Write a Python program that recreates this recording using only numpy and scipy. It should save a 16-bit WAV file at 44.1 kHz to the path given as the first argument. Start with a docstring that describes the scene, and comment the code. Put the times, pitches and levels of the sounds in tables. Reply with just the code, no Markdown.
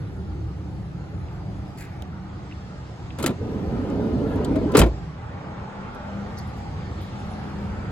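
"""A car park, microphone beside a van's sliding door. The handle unlatches, the rollers rumble along the
track, and the door slams in a burst of quick blows that leave the panels booming.
Behind it an idling drone, road wash and a thin hiss run throughout, and a hum comes up once the door
is shut. A few faint ticks and a scuff fall close to the microphone; near the end the treble flickers
thinly around 10 kHz."""
import sys
import numpy as np
from scipy import signal
from scipy.fft import rfft, irfft, next_fast_len
from scipy.io import wavfile
from scipy.ndimage import uniform_filter1d, map_coordinates

SR = 44100
rng = np.random.default_rng(int(sys.argv[2]) if len(sys.argv) > 2 else 0)


def master_out(mix):
    """Clip the mix to full scale and print it as 16-bit PCM to the path in sys.argv[1]."""
    frames = np.transpose(np.atleast_2d(mix))
    ceiling = np.clip(frames, -1, 1)
    pcm = np.round(ceiling * 32767).astype(np.int16)
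    wavfile.write(sys.argv[1], SR, pcm)


N = 348831
T = np.arange(N) / SR
AFTER = np.arange(SR // 2) / SR  # seconds since a contact

# Engine and fan rumble, and the late hum. Each row: time in seconds, level in dB.
DRONE_LEVELS = [(0.0, -29.5), (0.45, -29.5), (0.7, -30.5), (1.17, -33), (1.5, -31.5), (1.76, -34.5),
                (2.55, -36), (2.91, -36.5), (3.2, -35), (4.9, -30), (5.2, -38.5), (5.45, -35.5), (6.2, -38),
                (6.5, -34.5), (6.8, -31.5), (7.18, -35.5), (7.5, -31.5), (7.91, -31.5)]
HUM_LEVELS = [(5.3, -56), (5.75, -38), (6.0, -43), (6.17, -29), (6.35, -41), (6.9, -44), (7.2, -38.5),
              (7.65, -34), (7.91, -43)]
# The far background. Each row: time in seconds, then road wash, hiss and top hiss in dB.
WASH_LEVELS = [(0.0, -48, -64.5, -75.5), (0.8, -48.5, -64.5, -79.5), (1.88, -47, -62.5, -76),
               (2.11, -47, -65.5, -83.5), (2.6, -46, -60.5, -83), (4.95, -45, -58.5, -82),
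               (5.17, -44, -64, -85), (5.43, -40.5, -63, -86.5), (5.85, -39, -61.5, -84.5),
               (6.42, -41, -59, -76.5), (6.85, -41.5, -58.5, -80.5), (7.14, -40.5, -57, -74.5),
               (7.91, -38.5, -60, -78)]
# Background spectra. Each row: frequency in Hz, relative level in dB.
RUMBLE_SPECTRUM = [(15, -59), (25, -30), (64, -1), (108, -0.5), (174, -4.5), (196, -4), (216, -22),
                   (253, -19), (309, -13), (403, -21), (600, -31.5), (780, -53), (1320, -120)]
ROAD_SPECTRUM = [(15, -31), (35, 2), (70, -6.5), (150, -10.5), (250, 3.5), (315, -16.5), (388, -4.5),
                 (655, -5.5), (816, -1), (994, -8.5), (1280, -7.5), (1640, -14.5), (2060, -16.5),
                 (4000, -33.5), (5200, -59.5), (8800, -120)]
HISS_SPECTRUM = [(1180, -43), (2000, -14), (2570, -9), (3600, -7.5), (4620, -8), (5540, -13.5),
                 (6570, -13.5), (7940, -16.5), (9000, -37.5), (11700, -57), (19800, -120)]
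SIDE_HISS_SPECTRUM = [(1180, -25.5), (2000, -4), (2360, -3), (5440, -4.5), (6940, -14.5), (9490, -12.5),
                      (10100, -23), (11400, -34), (13900, -27), (16000, -49)]
TOP_HISS_SPECTRUM = [(9300, -120), (9500, -31.5), (9800, 2.5), (11000, 2), (12300, -5), (13100, -24),
                     (16000, -31)]

# Close ticks, then in the last three rows faint, thin flickers near 10 kHz.
# Each row: start in seconds, level in dB, centre in Hz, octaves each side, t60 in seconds.
TICKS_AND_FLICKERS = [(1.283, -43, 2000, 0.58, .02), (2.022, -31, 3240, 0.25, 0.0096),
                      (2.022, -26.5, 650, 0.6, 0.014), (2.022, -35, 6500, 0.5, 0.008),
                      (2.022, -42, 12000, 0.4, 0.0063), (2.511, -40, 1800, 0.59, .025),
                      (2.522, -38.5, 2700, 0.12, 0.028), (3.104, -32.5, 2770, 0.27, 0.024),
                      (3.899, -46, 6000, 0.44, .02), (4.358, -47, 8000, 0.67, 0.021),
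                      (4.445, -33.5, 3800, 0.32, 0.043), (4.444, -35, 7360, 0.18, .03),
                      (4.445, -44, 11300, 0.18, 0.037), (5.945, -52, 8000, 0.66, 0.037),
                      (6.366, -43.5, 5000, 0.32, 0.16), (6.384, -41, 4520, 0.1, 0.065),
                      (6.384, -44, 9800, 0.55, 0.038), (6.465, -61, 10500, 0.3, .15),
                      (6.565, -60, 11000, 0.6, .12), (6.75, -53, 3400, 0.2, 0.54),
                      (6.96, -49, 3500, 0.25, 0.65), (7.005, -54, 12000, 0.34, .15),
                      (7.18, -62, 10000, .1, .2), (7.25, -66, 11100, 0.4, .1), (7.3, -58, 10000, .1, 0.18)]
# The scuff's catches and slips. Each row: start in seconds, level in dB.
SCUFF_SLIPS = [(1.773, -48), (1.783, -46), (1.796, -48), (1.806, -43), (1.820, -47), (1.837, -51),
               (1.846, -56)]
# Spectra of the scuff and its tail. Each row: frequency in Hz, relative level in dB.
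SCUFF_SPECTRUM = [(880, -36), (1500, -1.5), (2230, 4), (3350, -11), (4780, -8), (6000, -14), (7320, -5.5),
                  (9370, -21), (10600, -7), (13500, -17), (16000, -16.5)]
TAIL_SPECTRUM = [(900, -40), (1500, 0), (2200, 1), (2900, -14), (4500, -39)]

# The door's travel. Each row: time in seconds, rumble in dB, grind in dB.
ROLL_LEVELS = [(3.398, -31, -59), (3.58, -28.5, -47.5), (3.9, -27, -42.5), (4.19, -24, -50),
               (4.43, -24.5, -41.5), (4.66, -25, -44), (4.74, -27, -39.5)]
# Rough spots in the track. Each row: start in seconds, level in dB, ring in Hz.
TRACK_BUMPS = [(3.413, -18.5, 442), (3.424, -17.5, 190), (3.486, -18, 270), (3.993, -15.5, 270),
               (4.208, -20, 225), (4.359, -10.5, 257), (4.399, -13, 415), (4.508, -6.5, 265),
               (4.565, -7, 294), (4.658, -9, 300.6)]
# The rollers' tone, rising with speed. Each row: time in seconds, pitch in Hz, level in dB.
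ROLLER_WHINE = [(3.45, 520, -49), (3.8, 546, -44), (4.1, 567.5, -40), (4.4, 587, -41), (4.53, 600, -36),
                (4.6, 655, -27), (4.68, 601, -38), (4.74, 580, -44)]
# Spectra of the moving door. Each row: frequency in Hz, relative level in dB.
TRACK_SPECTRUM = [(18, -40), (30, -13), (60, 0), (108, -3.5), (144, -8.5), (210, 1), (275, 0.5), (355, -7),
                  (430, -2.5), (500, -10), (590, -14), (714, -19), (1000, -23), (1300, -51.5), (2200, -120)]
GRIND_SPECTRUM = [(470, -28.5), (800, -3), (1030, -3.5), (1170, -10.5), (1290, -0.5), (1700, -11),
                  (3000, -25), (3900, -53), (6600, -120)]
SEAL_SPECTRUM = [(1760, -25), (3000, 1.5), (7940, -23), (8820, -21), (9200, -49.5), (9600, -23),
                 (10700, -11.5), (12300, -18), (13700, -41.5), (15000, -27), (16000, -49)]

# Latch and door contacts. Each row: start in seconds, then snap, clack, thud and steel ring in dB,
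# then a factor on the length of snap and clack.
DOOR_BLOWS = [(3.185, -34.5, -31.5, -23, -50, 0.78), (3.196, -44, -34.5, -27, -50, 1.7),
              (3.225, -26, -48, -29.5, -48, 0.79), (3.239, -30, -19.5, -25, -37, 0.54),
              (3.26, -15.5, -21.5, -27, -34, 0.74), (3.275, -33.5, -30.5, -28, -46.5, 0.58),
              (3.29, -50.5, -34, -19.5, -52, 0.91), (3.301, -51, -41.5, -25, -60, 1.4),
              (4.556, -46, -32, -18, -51, 0.99), (4.717, -40, -39.5, -22, -59.5, 0.74),
              (4.737, -54, -29.5, -15, -52, .9), (4.747, -40, -20, -15.5, -38, 0.94),
              (4.751, -42, -14.5, -16, -33, 0.86), (4.768, -13, -22.5, -31, -33, 0.93),
              (4.778, -24, -26.5, -13, -40.5, 0.88), (4.789, -11.5, -17.5, -10, -31, 0.75),
              (4.800, -25.5, -22.5, -20.5, -40, 1.05), (4.815, -32.5, -16.5, -11.5, -27, 0.76),
              (4.832, -44, -29, -21, -41.5, 1.3), (4.86, -49.5, -41, -19.5, -50.5, 1.6)]
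# Hollow knocks of the door skin. Each row: start in seconds, level in dB, ring in Hz, t60 in seconds.
SKIN_KNOCKS = [(3.244, -14.5, 333, 0.091), (3.257, -16.5, 253, 0.072), (3.287, -14, 222, 0.065),
               (3.408, -20, 85, 0.1), (4.749, -2.5, 422, 0.068), (4.778, -1, 427, 0.037),
               (4.778, -8, 169, 0.085), (4.822, -10, 213, .08)]
# Modes of door and body shell, deepest first, and of latch and striker.
# Each row: frequency in Hz, relative level in dB, t60 in seconds before any extra damping.
PANEL_MODES = [(57.4, 1.5, 0.36), (157, -16.5, 0.81), (187, 0, 0.23), (227, -1.5, 0.35), (339.5, 1, 0.43),
               (408.5, -5.5, 0.78), (478, -6.5, 0.62), (504, -19, 0.18), (758, -12, 0.17)]
LATCH_MODES = [(1371, 6.5, 0.1), (1776, -7, 0.15), (2000, -9, 0.08), (2560, 0, 0.042), (3150, 2.5, 0.043),
               (3960, -11, 0.053), (4880, -2.5, 0.056), (6430, -12, 0.0508), (7520, -17, .06),
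               (8120, -13, 0.054), (10650, -21, 0.035), (11800, -10, 0.0403)]
# Spectra of a blow. Each row: frequency in Hz, relative level in dB.
SNAP_SPECTRUM = [(1760, -1), (3000, -4), (3340, -10), (4080, -1), (5950, -9.5), (6440, -4.5), (7580, -0.5),
                 (8620, -4), (9190, -32.5), (9800, -4), (11600, -5), (13300, -13.5), (13600, -18),
                 (15800, -11), (16500, -45)]
CLACK_SPECTRUM = [(290, -32), (500, -3.5), (1030, -7), (1310, -8), (1930, -16), (2470, -12), (2780, -18.5),
                  (3970, -20), (5000, -33.5), (6500, -31.5), (11000, -120)]
TRIM_SPECTRUM = [(53, -30), (90, 8.5), (308, 7.5), (420, -0.5), (586, -4.5), (703, -5), (754, -26),
                 (1000, -6.5), (1300, -34.5), (2200, -120)]

# Stereo width far off, close up and along the track. Each row: frequency in Hz, side minus mid in dB.
FAR_WIDTH = [(60, -21), (180, -13), (550, -4.5), (1650, -0.5), (4970, -0.5), (15000, 0.5)]
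NEAR_WIDTH = [(60, -16), (99, -20), (160, -16.5), (270, -11.5), (450, -9.5), (740, -3.5), (1220, -11),
              (2010, -2.5), (3330, -2), (5500, 0), (9080, 1.5), (15000, 1.5)]
TRACK_WIDTH = [(60, -20.5), (240, -14.5), (950, -3.5), (3770, 0), (15000, -5)]
# The van's balance at the microphone. Each row: frequency in Hz, left minus right in dB.
VAN_BALANCE = [(60, -2.5), (180, -3.5), (550, -0.5), (1650, 2.5), (4970, -2), (15000, 0)]


def amp(db):
    return 10 ** (np.asarray(db) / 20)


def unit(x):
    return x / np.sqrt(np.mean(x ** 2) + 1e-20)


def along(points, hz):
    """Read (Hz, value) points on a log frequency axis."""
    freqs, values = np.transpose(points)
    return np.interp(np.log(hz + 1), np.log(freqs + 1), values)


def curves(rows):
    """One value per sample for each column after the time."""
    times, *columns = np.transpose(rows)
    return [np.interp(T, times, column) for column in columns]


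def wobble(rate):
    """A smooth random curve, rate knots a second."""
    return map_coordinates(rng.standard_normal(int(N * rate / SR) + 4), [T * rate])


def filtered(x, response):
    """Apply a complex response, given as a function of Hz."""
    size = next_fast_len(N + 8192)
    return irfft(rfft(x, size) * response(np.fft.rfftfreq(size, 1 / SR)), size)[..., :N]


def noise(spectrum, patchy_db=0, streaky_db=0):
    """Two unrelated coloured noises of rms 1, sharing broad patches and narrow streaks of random gain."""
    white = signal.stft(rng.standard_normal((2, N)), nperseg=1024)[2]
    a, b = rng.standard_normal((2,) + white.shape[1:])
    patches = uniform_filter1d(uniform_filter1d(a, size=10, axis=0), size=6, axis=1)
    streaks = uniform_filter1d(b, size=14, axis=1)
    gain = amp(patchy_db * unit(patches) + streaky_db * unit(streaks))
    pair = signal.istft(white * gain, nperseg=1024)[1][:, :N]
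    return unit(filtered(pair, lambda hz: amp(along(spectrum, hz))))


def stereo(pair, width, direct):
    """Left and right: the direct share of the side signal is a phase shift between microphone ports."""
    shifted, diffuse = filtered(pair, lambda hz: amp(along(width, hz)) * np.array([[1j], [1]]))
    side = np.sqrt(direct) * shifted + np.sqrt(1 - direct) * diffuse
    return np.array([pair[0] + side, pair[0] - side])


def placed(start, sound):
    """A short sound set down at start seconds."""
    out = np.zeros(sound.shape[:-1] + (N + SR,))
    out[..., round(start * SR):][..., :sound.shape[-1]] = sound
    return out[..., :N]


def dying(db, t60, rise):
    """Envelope of one short sound: it swells over rise seconds and falls 60 dB in t60 seconds."""
    return amp(db - 60 * AFTER / t60) * (1 - np.exp(-AFTER / rise)) ** 2


def ping(hz, db, t60, rise):
    """One struck mode dying away."""
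    return dying(db, t60, rise) * np.sin(2 * np.pi * hz * AFTER)


def modes(table, db, t60_scale, rise):
    """An object rings at new strengths and slightly new pitches after each blow."""
    chance = rng.standard_normal((len(table), 2))
    return sum(ping(hz * (1 + 0.016 * detune), db + level + 3.1 * louder, t60 * t60_scale, rise)
               for (hz, level, t60), (louder, detune) in zip(table, chance))


def idling_drone():
    """Lumpy engine and fan rumble, joined late by a wavering hum."""
    (drone_db,), (hum_db,) = curves(DRONE_LEVELS), curves(HUM_LEVELS)
    rumble = amp(drone_db + 0.65 * wobble(12)) * noise(RUMBLE_SPECTRUM, streaky_db=3)
    hum_gain = amp(hum_db + 1.2 * wobble(5.6))
    hum_hz = 204.7 + 5 * wobble(6)
    return rumble + hum_gain * np.sin(2 * np.pi * np.cumsum(hum_hz) / SR)


def car_park():
    """Drone and road wash far off and a shade to the right, under a thin, wide hiss."""
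    road_db, hiss_db, top_db = curves(WASH_LEVELS)
    drone = idling_drone()
    road = amp(road_db + 0.26 * wobble(3.7)) * noise(ROAD_SPECTRUM, patchy_db=1.04, streaky_db=2.5)
    hiss = amp(hiss_db) * noise(HISS_SPECTRUM, patchy_db=2, streaky_db=2)[0]
    hiss += amp(top_db) * noise(TOP_HISS_SPECTRUM, patchy_db=3.5)[0]
    side = amp(hiss_db + 1) * noise(SIDE_HISS_SPECTRUM, patchy_db=1.5, streaky_db=1)[0]
    distant = stereo(drone + road, FAR_WIDTH, direct=0.15) * amp([[-0.28], [0.28]])
    return distant + [hiss + side, hiss - side]


def noise_puff(db, hz, octaves, t60):
    """A puff of noise in a band around its own pitch."""
    edges = np.clip(hz * 2.0 ** np.array([-octaves, octaves]), 100, SR / 2.2)
    band = signal.butter(3, edges, "band", fs=SR, output="sos")
    puff = signal.sosfilt(band, rng.standard_normal((2, len(AFTER))))
    return dying(db, t60, rise=0.046 * t60) * unit(puff)


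def ticks_scuff_and_flickers():
    """Close ticks, a scuff that catches, slips and leaves a dull rustle, and late, thin treble flickers."""
    puffs = sum(placed(s, noise_puff(*shape)) for s, *shape in TICKS_AND_FLICKERS)
    slips = sum(placed(s, dying(db, t60=0.071, rise=0.0012)) for s, db in SCUFF_SLIPS)
    scuff = slips * noise(SCUFF_SPECTRUM, patchy_db=2.5)
    tail = placed(1.785, dying(-46.5, t60=0.92, rise=0.023)) * noise(TAIL_SPECTRUM, patchy_db=-0.5)
    return stereo(puffs + scuff + tail, NEAR_WIDTH, direct=0.6)


def rollers():
    """Wheels grind and whine on the track, shaking the body; the seal swishes and rough spots knock."""
    rumble_db, grind_db = curves(ROLL_LEVELS)
    start, stop, fade_s = ROLL_LEVELS[0][0], ROLL_LEVELS[-1][0], 0.076
    moving = np.clip(np.minimum(T - start, stop - T) / fade_s + 0.5, 0, 1)
    rumble = amp(rumble_db + 0.51 * wobble(30)) * noise(TRACK_SPECTRUM, patchy_db=0.5, streaky_db=1)
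    body = amp(rumble_db - 12 + 1.6 * wobble(5)) * noise(RUMBLE_SPECTRUM, streaky_db=5.5)
    grind = amp(grind_db) * noise(GRIND_SPECTRUM, patchy_db=2, streaky_db=6.5)
    swish_db = -63.5 + 0.56 * (rumble_db - ROLL_LEVELS[1][1])  # follows part of the rumble's swing
    swish = amp(swish_db) * noise(SEAL_SPECTRUM, patchy_db=4)
    bumps = sum(placed(s, ping(hz, db, t60=0.074, rise=0.0026)) for s, db, hz in TRACK_BUMPS)
    whine_hz, whine_db = curves(ROLLER_WHINE)
    roughness = wobble(29.93)
    whine = amp(whine_db) * roughness * np.sin(2 * np.pi * np.cumsum(whine_hz) / SR)
    return stereo(moving * (rumble + body + grind + swish + whine) + bumps, TRACK_WIDTH, direct=0.15)


def shell_boom(db, rise):
    """The van's body booms in its deepest mode."""
    hz, level, t60 = PANEL_MODES[0]
    return ping(hz, db + level, t60, rise)


def ringing(thud_db, steel_db):
    """One blow sets the damped panels, the latch steel and the body shell ringing."""
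    panels = modes(PANEL_MODES[1:], thud_db, t60_scale=0.14, rise=0.0015)
    latch = modes(LATCH_MODES, steel_db, t60_scale=0.82, rise=0.00053)
    return shell_boom(thud_db - 24.5, rise=0.011) + panels + latch


def latch_and_slam():
    """Each contact snaps, clacks, rattles the trim and rings; the skin knocks and the shut door booms."""
    snap_env, clack_env, rattle_env = np.zeros((3, N))
    for start, snap_db, clack_db, thud_db, _, length in DOOR_BLOWS:
        snap_env += placed(start, dying(snap_db, t60=0.054 * length, rise=0.0016))
        clack_env += placed(start, dying(clack_db, t60=0.086 * length, rise=0.0021))
        rattle_env += placed(start, dying(thud_db - 4, t60=0.16, rise=0.0027))
    snap = snap_env * noise(SNAP_SPECTRUM, streaky_db=-2)
    clack = clack_env * noise(CLACK_SPECTRUM, streaky_db=2.5)
    rattle = rattle_env * noise(TRIM_SPECTRUM)
    ring = sum(placed(s, ringing(thud_db, steel_db)) for s, _, _, thud_db, steel_db, _ in DOOR_BLOWS)
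    boom = placed(4.792, shell_boom(-5, rise=0.012))  # the door's weight settles on its seals
    knocks = sum(placed(s, ping(hz, db, t60, rise=0.0012)) for s, db, hz, t60 in SKIN_KNOCKS)
    body = clack + rattle + ring + boom + knocks
    return stereo(snap, NEAR_WIDTH, direct=0.75) + stereo(body, NEAR_WIDTH, direct=0.35)


def scene():
    """The car park as heard from beside the van."""
    door = rollers() + latch_and_slam()
    van = filtered(door, lambda hz: amp(along(VAN_BALANCE, hz) * np.array([[0.5], [-0.5]])))
    return car_park() + van + ticks_scuff_and_flickers()


def record(dry):
    """The microphone rounds off the loudest peaks and keeps nothing above its band limit."""
    ceiling, top_hz = 0.95, 16400
    soft = dry / (1 + np.abs(dry / ceiling) ** 4) ** (1 / 4)
    return filtered(soft, lambda hz: hz < top_hz)


dry = scene()
out = record(dry)
master_out(out)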